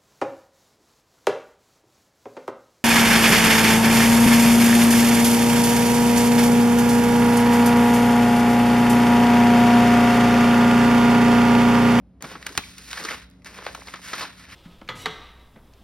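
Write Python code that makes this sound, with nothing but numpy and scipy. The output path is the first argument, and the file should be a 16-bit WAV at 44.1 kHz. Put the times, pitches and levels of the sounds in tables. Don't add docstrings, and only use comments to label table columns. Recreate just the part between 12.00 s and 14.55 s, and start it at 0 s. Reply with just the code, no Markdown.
import sys
import numpy as np
from scipy import signal
from scipy.fft import rfft, irfft, next_fast_len
from scipy.io import wavfile

SR = 44100
rng = np.random.default_rng(int(sys.argv[2]) if len(sys.argv) > 2 else 0)


def waveform_to_disk(signal):
    frames = np.transpose(np.atleast_2d(signal))
    scaled = np.clip(frames, -1, 1) * 32767
    samples = np.round(scaled).astype(np.int16)
    wavfile.write(sys.argv[1], SR, samples)


N = 112454
BASS_HZ, TREBLE_HZ = 860, 4520


def undb(db):
    return 10 ** (np.asarray(db) / 20)


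def unit(x):
    return x / np.sqrt(np.mean(x ** 2) + 1e-20)


def colour_at(points, hz):
    point_hz, point_db = np.array(points).T
    return np.interp(np.log(hz + 1), np.log(point_hz), point_db)


def shape(x, gain_db):
    n = 2 * next_fast_len(len(x))
    cepstrum = irfft(np.log(undb(gain_db(np.fft.rfftfreq(n, 1 / SR)))))
    cepstrum[1:n // 2] *= 2
    cepstrum[n // 2 + 1:] = 0
    return irfft(rfft(x, n) * np.exp(rfft(cepstrum)))[:len(x)]


def tint(x, points):
    return unit(shape(x, lambda hz: colour_at(points, hz)))


def below(hz, edge_hz):
    return 1 / (1 + (hz / edge_hz) ** 4)


def lows(x, edge_hz):
    return irfft(rfft(x) * below(np.fft.rfftfreq(len(x), 1 / SR), edge_hz), len(x))


def waver(per_s):
    steps = rng.standard_normal(4096)
    return np.interp(np.arange(N) / SR * per_s, np.arange(len(steps)), steps)


def clicks(per_s, spread_db):
    size = undb(spread_db * np.minimum(rng.exponential(size=N), 5))
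    return (rng.random(N) < per_s / SR) * size * np.sign(rng.standard_normal(N))


def place(track, start_s, sound):
    i = int(start_s * SR)
    track[i:i + len(sound)] += sound[:len(track) - i]


def room_tone():
    # frequency in Hz, gain in dB.
    rumble_eq = [(20, -61), (40, -9), (60, -0.5), (100, -1.5), (150, -5.5), (240, -5.5), (340, -15.5),
                 (600, -21), (1500, -34.5), (4000, -44.5), (16000, -60.5)]
    # frequency in Hz, relative level in dB.
    tones = [(59.2, -59.5), (183.0, -59.5), (273, -64)]
    t = np.arange(N) / SR
    hum = np.zeros(N)
    for hz, db in tones:
        amplitude = np.sqrt(2) * undb(db + 2.06 * waver(per_s=8.86))
        hum += amplitude * np.sin(2 * np.pi * hz * t + 0.42 * waver(per_s=4))
    mid, side = (tint(rng.standard_normal(N), rumble_eq) for _ in range(2))
    rumble = mid + undb(-18) * np.array([side, -side])
    return undb(1.5) * hum + undb(-54.5) * rumble


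def reflections():
    t = np.arange(SR // 2) / SR
    fade = lambda t60_s: 1000 ** (-t / t60_s)
    wrapping, tiles = rng.standard_normal((2, len(t)))
    wrapping = wrapping * fade(t60_s=0.091) * (t > 0.0015)
    dull = lows(tiles, TREBLE_HZ)
    tail = (dull * fade(t60_s=0.58) + (tiles - dull) * fade(t60_s=0.32)) * np.minimum(t / 0.004, 1)
    response = (undb(-16.5) * unit(wrapping) + undb(-19.5) * unit(tail)) / np.sqrt(len(t))
    return shape(response, lambda hz: 20 * np.log10(below(hz, 11200)))


def echoes(paper):
    # frequency in Hz, relative gain in dB.
    side_eq = [(100, -2), (300, 5), (600, 18.5), (1200, 0.5), (2200, 1), (4000, 22.5), (8000, -52),
               (16000, 32)]
    mid, side = (signal.fftconvolve(paper, reflections())[:N] for _ in range(2))
    side = shape(side, lambda hz: colour_at(side_eq, hz) - 10.5)
    return mid + np.array([side, -side])


def bumps():
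    # start in seconds, relative level in dB, pitch in Hz, decay in seconds.
    cues = [(.234, -31, 202, 0.017), (0.352, -34.5, 223, 0.011), (.5, -39.5, 325, 0.017),
            (0.577, -28.5, 256, 0.0071), (1.045, -33.5, 340, 0.012), (1.123, -44, 62, 0.011),
            (1.94, -36.5, 393, 0.0036), (2.133, -34.5, 320, 0.0052)]
    out, t = np.zeros(N), np.arange(SR // 4) / SR
    for start, db, pitch, decay in cues:
        push = rng.standard_normal(len(t)) * np.minimum(t / 0.002, 1) * np.exp(-t / decay)
        band = signal.butter(2, [pitch / 1.35, pitch * 1.35], "band", fs=SR, output="sos")
        thud = signal.sosfilt(band, push)
        strength = np.sqrt(np.sum(thud ** 2) / (decay * SR))
        place(out, start, 0.5 * undb(db) * thud / strength)
    return out


def flicks():
    # start in seconds, level in dB, opening pitch in Hz,
    # seconds to fall an octave, decay in seconds.
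    cues = [(.3538, -26, 1470, 0.0063, 0.00077), (0.3593, -29.5, 1500, 0.0053, 0.0015),
            (.6372, -32.5, 2420, 0.049, 0.003), (1.0876, -18.5, 2130, 0.011, 0.0019),
            (1.6222, -34.5, 1950, 0.0023, 0.0046), (1.6661, -19, 833, 0.0031, 0.0014),
            (1.7482, -24.5, 1730, 0.00405, 0.0025), (1.776, -39, 1390, 0.00385, 0.0067),
            (1.79, -38.5, 900, 0.0024, 0.006), (1.8156, -36.5, 2240, 0.013, 0.0018),
            (1.8202, -32, 1720, 0.0015, 0.0011), (1.9378, -29, 2460, 0.0042, 0.0021),
            (1.9906, -42.5, 1680, .0033, 0.0073)]
    rise_s, card_lowest_hz = 0.00049, 266
    out, t = np.zeros(N), np.arange(SR // 20) / SR
    for start, db, pitch, fall, decay in cues:
        phase = 2 * np.pi * np.cumsum(pitch * 2 ** (-t / fall)) / SR
        swell = (1 - np.exp(-t / rise_s)) * np.exp(-t / decay)
        place(out, start, undb(db) * swell / swell.max() * np.sin(phase))
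    return out - lows(out, card_lowest_hz)


def seeds():
    # frequency in Hz, gain in dB.
    tick_eq = [(500, 0), (2000, 11), (4500, 19), (9000, -30), (16000, 5)]
    return tint(clicks(per_s=340, spread_db=3), tick_eq)


def facets():
    pops_per_s, spread_db, low_hz, high_hz, decay_s = 70, 2.5, 715, 3020, 0.00092
    out, t = np.zeros(N), np.arange(SR // 50) / SR
    start = 0
    for wait, height, size in rng.random((1024, 3)):
        start += -np.log(1 - wait) / pops_per_s
        if start * SR >= N:
            break
        pitch = low_hz * (high_hz / low_hz) ** height
        ring = np.sin(2 * np.pi * pitch * t) * np.exp(-t / decay_s)
        place(out, start, undb(spread_db * min(-np.log(1 - size), 3)) * ring)
    return unit(out)


def sliding():
    # time in seconds, then level, bass and treble, each in relative dB.
    moves = np.array([(0.208, -55, 15, 3), (.25, -46, 7.5, 5), (0.29, -48, 1.5, 2.5), (0.32, -37.5, 0, -3),
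                      (0.384, -52.5, 5, 1), (.51, -50, 6, 7), (.62, -50.5, -7, 10), (.76, -55.5, -20, 6.5),
                      (0.791, -48, -3, 5), (.845, -53, -6, 9.5), (.91, -41.5, -8, 5),
                      (1.045, -38, 1.5, -0.5), (1.079, -36.5, -7, -1.5), (1.111, -28.5, -3, -5),
                      (1.17, -44.5, -2.5, 0), (1.218, -46.5, -19, -3.5), (1.28, -65.5, -12, 2),
                      (1.44, -77, 20.5, 7.5), (1.46, -36, -6, -1.5), (1.507, -50.5, 0, 0),
                      (1.561, -43.5, 0.5, 0.5), (1.615, -43.5, -2, -6), (1.669, -46, 1, 4.5),
                      (1.72, -50, 2, 4.5), (1.85, -53.5, -2, 6.5), (1.9, -47.5, -5, 5.5),
                      (1.961, -42.5, -15, -7.5), (2.005, -54, 3, 6.5), (2.047, -41, -11, 3.5),
                      (2.16, -34, -4, 0), (2.225, -36, -6.5, 2.5), (2.253, -38, -11, -3.5),
                      (2.3, -45, -0.5, -3.5), (2.355, -53, -27, 2.5), (2.395, -47.5, -17, 1.5),
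                      (2.48, -49.5, -2.5, -4), (2.513, -42, -11, -2.5)])
    # frequency in Hz, gain in dB.
    rub_eq = [(100, -9.5), (250, -8), (380, -4.5), (520, -5), (750, -6), (1100, 0), (1800, 3.5), (2500, 0),
              (3300, -5.5), (5000, -6), (6500, -10.5), (9000, -16), (12000, -20), (16000, -27)]
    t = np.arange(N) / SR
    times = moves[:, 0]
    level, bass, treble = (np.interp(t, times, column) for column in moves.T[1:])
    fade_in = np.clip((t - times[0]) / 0.0026 + 1, 0, 1)
    grip_db = 2 * waver(per_s=110)
    effort = undb(level - 1.5 + grip_db) * fade_in
    slips = tint(clicks(per_s=5000, spread_db=1.5), rub_eq)
    low, high = lows(slips, BASS_HZ), slips - lows(slips, TREBLE_HZ)
    rub = slips + low * (undb(bass + 6.5) - 1) + high * (undb(treble + 4.5) - 1)
    return effort * (rub + undb(-30) * seeds() + undb(-17) * facets())


def crinkles(cues, eq, attack_s, crack, panel_db, bass_db, treble_db):
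    panel_width, treble_life = 0.089, 0.81
    out, t = np.zeros(N), np.arange(SR // 6) / SR
    for start, db, pitch, bass, treble, decay in cues:
        slips = unit(rng.standard_normal(len(t)))
        dull, fade = lows(slips, TREBLE_HZ), np.exp(-t / decay)
        bright = (slips - dull) * fade ** (1 / treble_life)
        sheet = undb(-15.5) * lows(slips, 2780) * np.exp(-t / 0.016)
        rush = (dull * fade + bright + sheet) * np.minimum(t / attack_s, 1)
        rush[int(attack_s * SR)] += crack

        def panel_eq(hz):
            resonance = panel_db / (1 + ((hz / pitch - 1) / panel_width) ** 2)
            low_shelf = (bass + bass_db) * below(hz, BASS_HZ)
            high_shelf = (treble + treble_db) * (1 - below(hz, TREBLE_HZ))
            return colour_at(eq, hz) + resonance + low_shelf + high_shelf

        burst = shape(rush, panel_eq)
        strength = np.sqrt(np.sum(burst ** 2) / (decay * SR))
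        place(out, start, undb(db) * burst / strength)
    return out


def scuffs():
    # start in seconds, relative level in dB, panel pitch in Hz,
    # bass and treble in relative dB, decay in seconds.
    cues = [(.241, -23.5, 1380, -8, -30, 0.01), (.353, -25.5, 1420, -13, -48, 0.0056),
            (.463, -24.5, 1600, -29, -18, 0.0042), (.9128, -21.5, 3760, -22, 1, 0.0023),
            (.9735, -19.5, 1760, -12, -10, 0.0076), (1.037, -24, 4460, -9, 13, .007),
            (1.049, -17.5, 1230, -15, -2, 0.006), (1.108, -22, 1700, -10, -11, 0.005),
            (1.134, -28.5, 2080, -14, -3, 0.005), (1.586, -25.5, 1120, 5, -20, 0.0049),
            (1.65, -30, 2400, -25, -15, 0.0036), (1.6625, -22.5, 590, -22, -31, 0.013),
            (1.685, -27.5, 540, -5, -23, 0.012), (1.87, -29.5, 1940, -10.5, -9, 0.011),
            (1.957, -29, 1230, -19, -10, 0.0044), (2.1315, -14.5, 1170, -13, -17.5, 0.0084),
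            (2.151, -28, 1700, -29, -2, .006), (2.183, -28.5, 1500, -23, -20, 0.0094),
            (2.207, -20.5, 1050, -6.5, -11, 0.016), (2.223, -21, 1000, -11, -15, 0.016),
            (2.251, -23, 1370, -20, -27, 0.0028)]
    # frequency in Hz, gain in dB.
    eq = [(60, -24), (200, -8), (450, -7), (900, 2.5), (1600, 6.5), (2700, -1), (4500, 3.5), (7000, -7.5),
          (11000, -21.5), (16000, -32)]
    return undb(-10) * crinkles(cues, eq, attack_s=0.002, crack=1.4, panel_db=7, bass_db=18, treble_db=16)


def snaps():
    # start in seconds,
    # relative level in dB, panel pitch in Hz, # bass and treble in relative dB, decay in seconds.
    cues = [(.2078, -38, 1110, -15, -20, 0.0015), (.2239, -17, 3620, -11, -2.5, 0.00086),
            (.4265, -26, 1950, -31, -21, 0.0021), (.466, -14.5, 1560, -13.5, -10.5, 0.0026),
            (.4915, -28.5, 1470, -28, -19, 0.0026), (.552, -26, 1450, -4, -12, 0.0026),
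            (.5758, -5.5, 2700, -10.5, -9, 0.0029), (.781, -31.5, 2570, -32, -6.5, 0.0069),
            (.9303, -13.5, 3720, -20, -18, 0.0011), (1.3, -46, 4860, -19, 31, 0.0015),
            (1.312, -46.5, 4980, -16, 19, 0.001), (1.42, -50, 2000, -44, -17, 0.004),
            (1.4462, -33, 2050, -22, -11, 0.0024), (1.6655, -18, 1530, -30, -25, 0.0014),
            (1.7482, -23.5, 1430, -15, -13, 0.0036), (1.8825, -27, 2200, -10, -23, 0.0045),
            (1.9385, -24.5, 1240, -8.5, -22.5, 0.0081)]
    # frequency in Hz, gain in dB.
    eq = [(30, -10), (80, -3.5), (200, -9), (450, -10.5), (900, 1), (1600, 4.5), (2700, 1.5), (4500, -0.5),
          (7000, -6), (11000, -15.5), (16000, -18.5)]
    creases = crinkles(cues, eq, attack_s=0.0005, crack=0.53, panel_db=7.5, bass_db=17.5, treble_db=20)
    return undb(-7) * creases


def scene():
    paper = snaps() + scuffs() + sliding() + flicks() + bumps()
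    return paper + echoes(paper) + room_tone()


def record(dry):
    # frequency in Hz, lead of the left port in radians.
    port_phase = np.array([(0, 0), (1980, 0), (3100, 1.0), (3700, .7), (4400, .8), (5170, .15), (6300, 2.2),
                           (7400, 3.14), (8400, 4.1), (9730, 6.2), (11400, 6.4), (12500, 8.3),
                           (13600, 9.42), (15500, 10.6), (17000, 12)])
    low_cut_hz, top_hz, ceiling, right_db = 38, 16000, 1.3, 0.07
    n = 2 * next_fast_len(N)
    lead = np.interp(np.fft.rfftfreq(n, 1 / SR), *port_phase.T)
    phase_turn = np.exp(0.5j * np.array([lead, -lead]))
    ports = irfft(rfft(dry, n) * phase_turn)[:, :N] * undb([[0], [right_db]])
    ports = signal.sosfilt(signal.butter(4, low_cut_hz, "high", fs=SR, output="sos"), ports)
    rounded = ceiling * np.tanh(ports / ceiling)
    return signal.sosfilt(signal.ellip(8, 0.2, 70, top_hz, fs=SR, output="sos"), rounded)


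dry = scene()
out = record(dry)
waveform_to_disk(out)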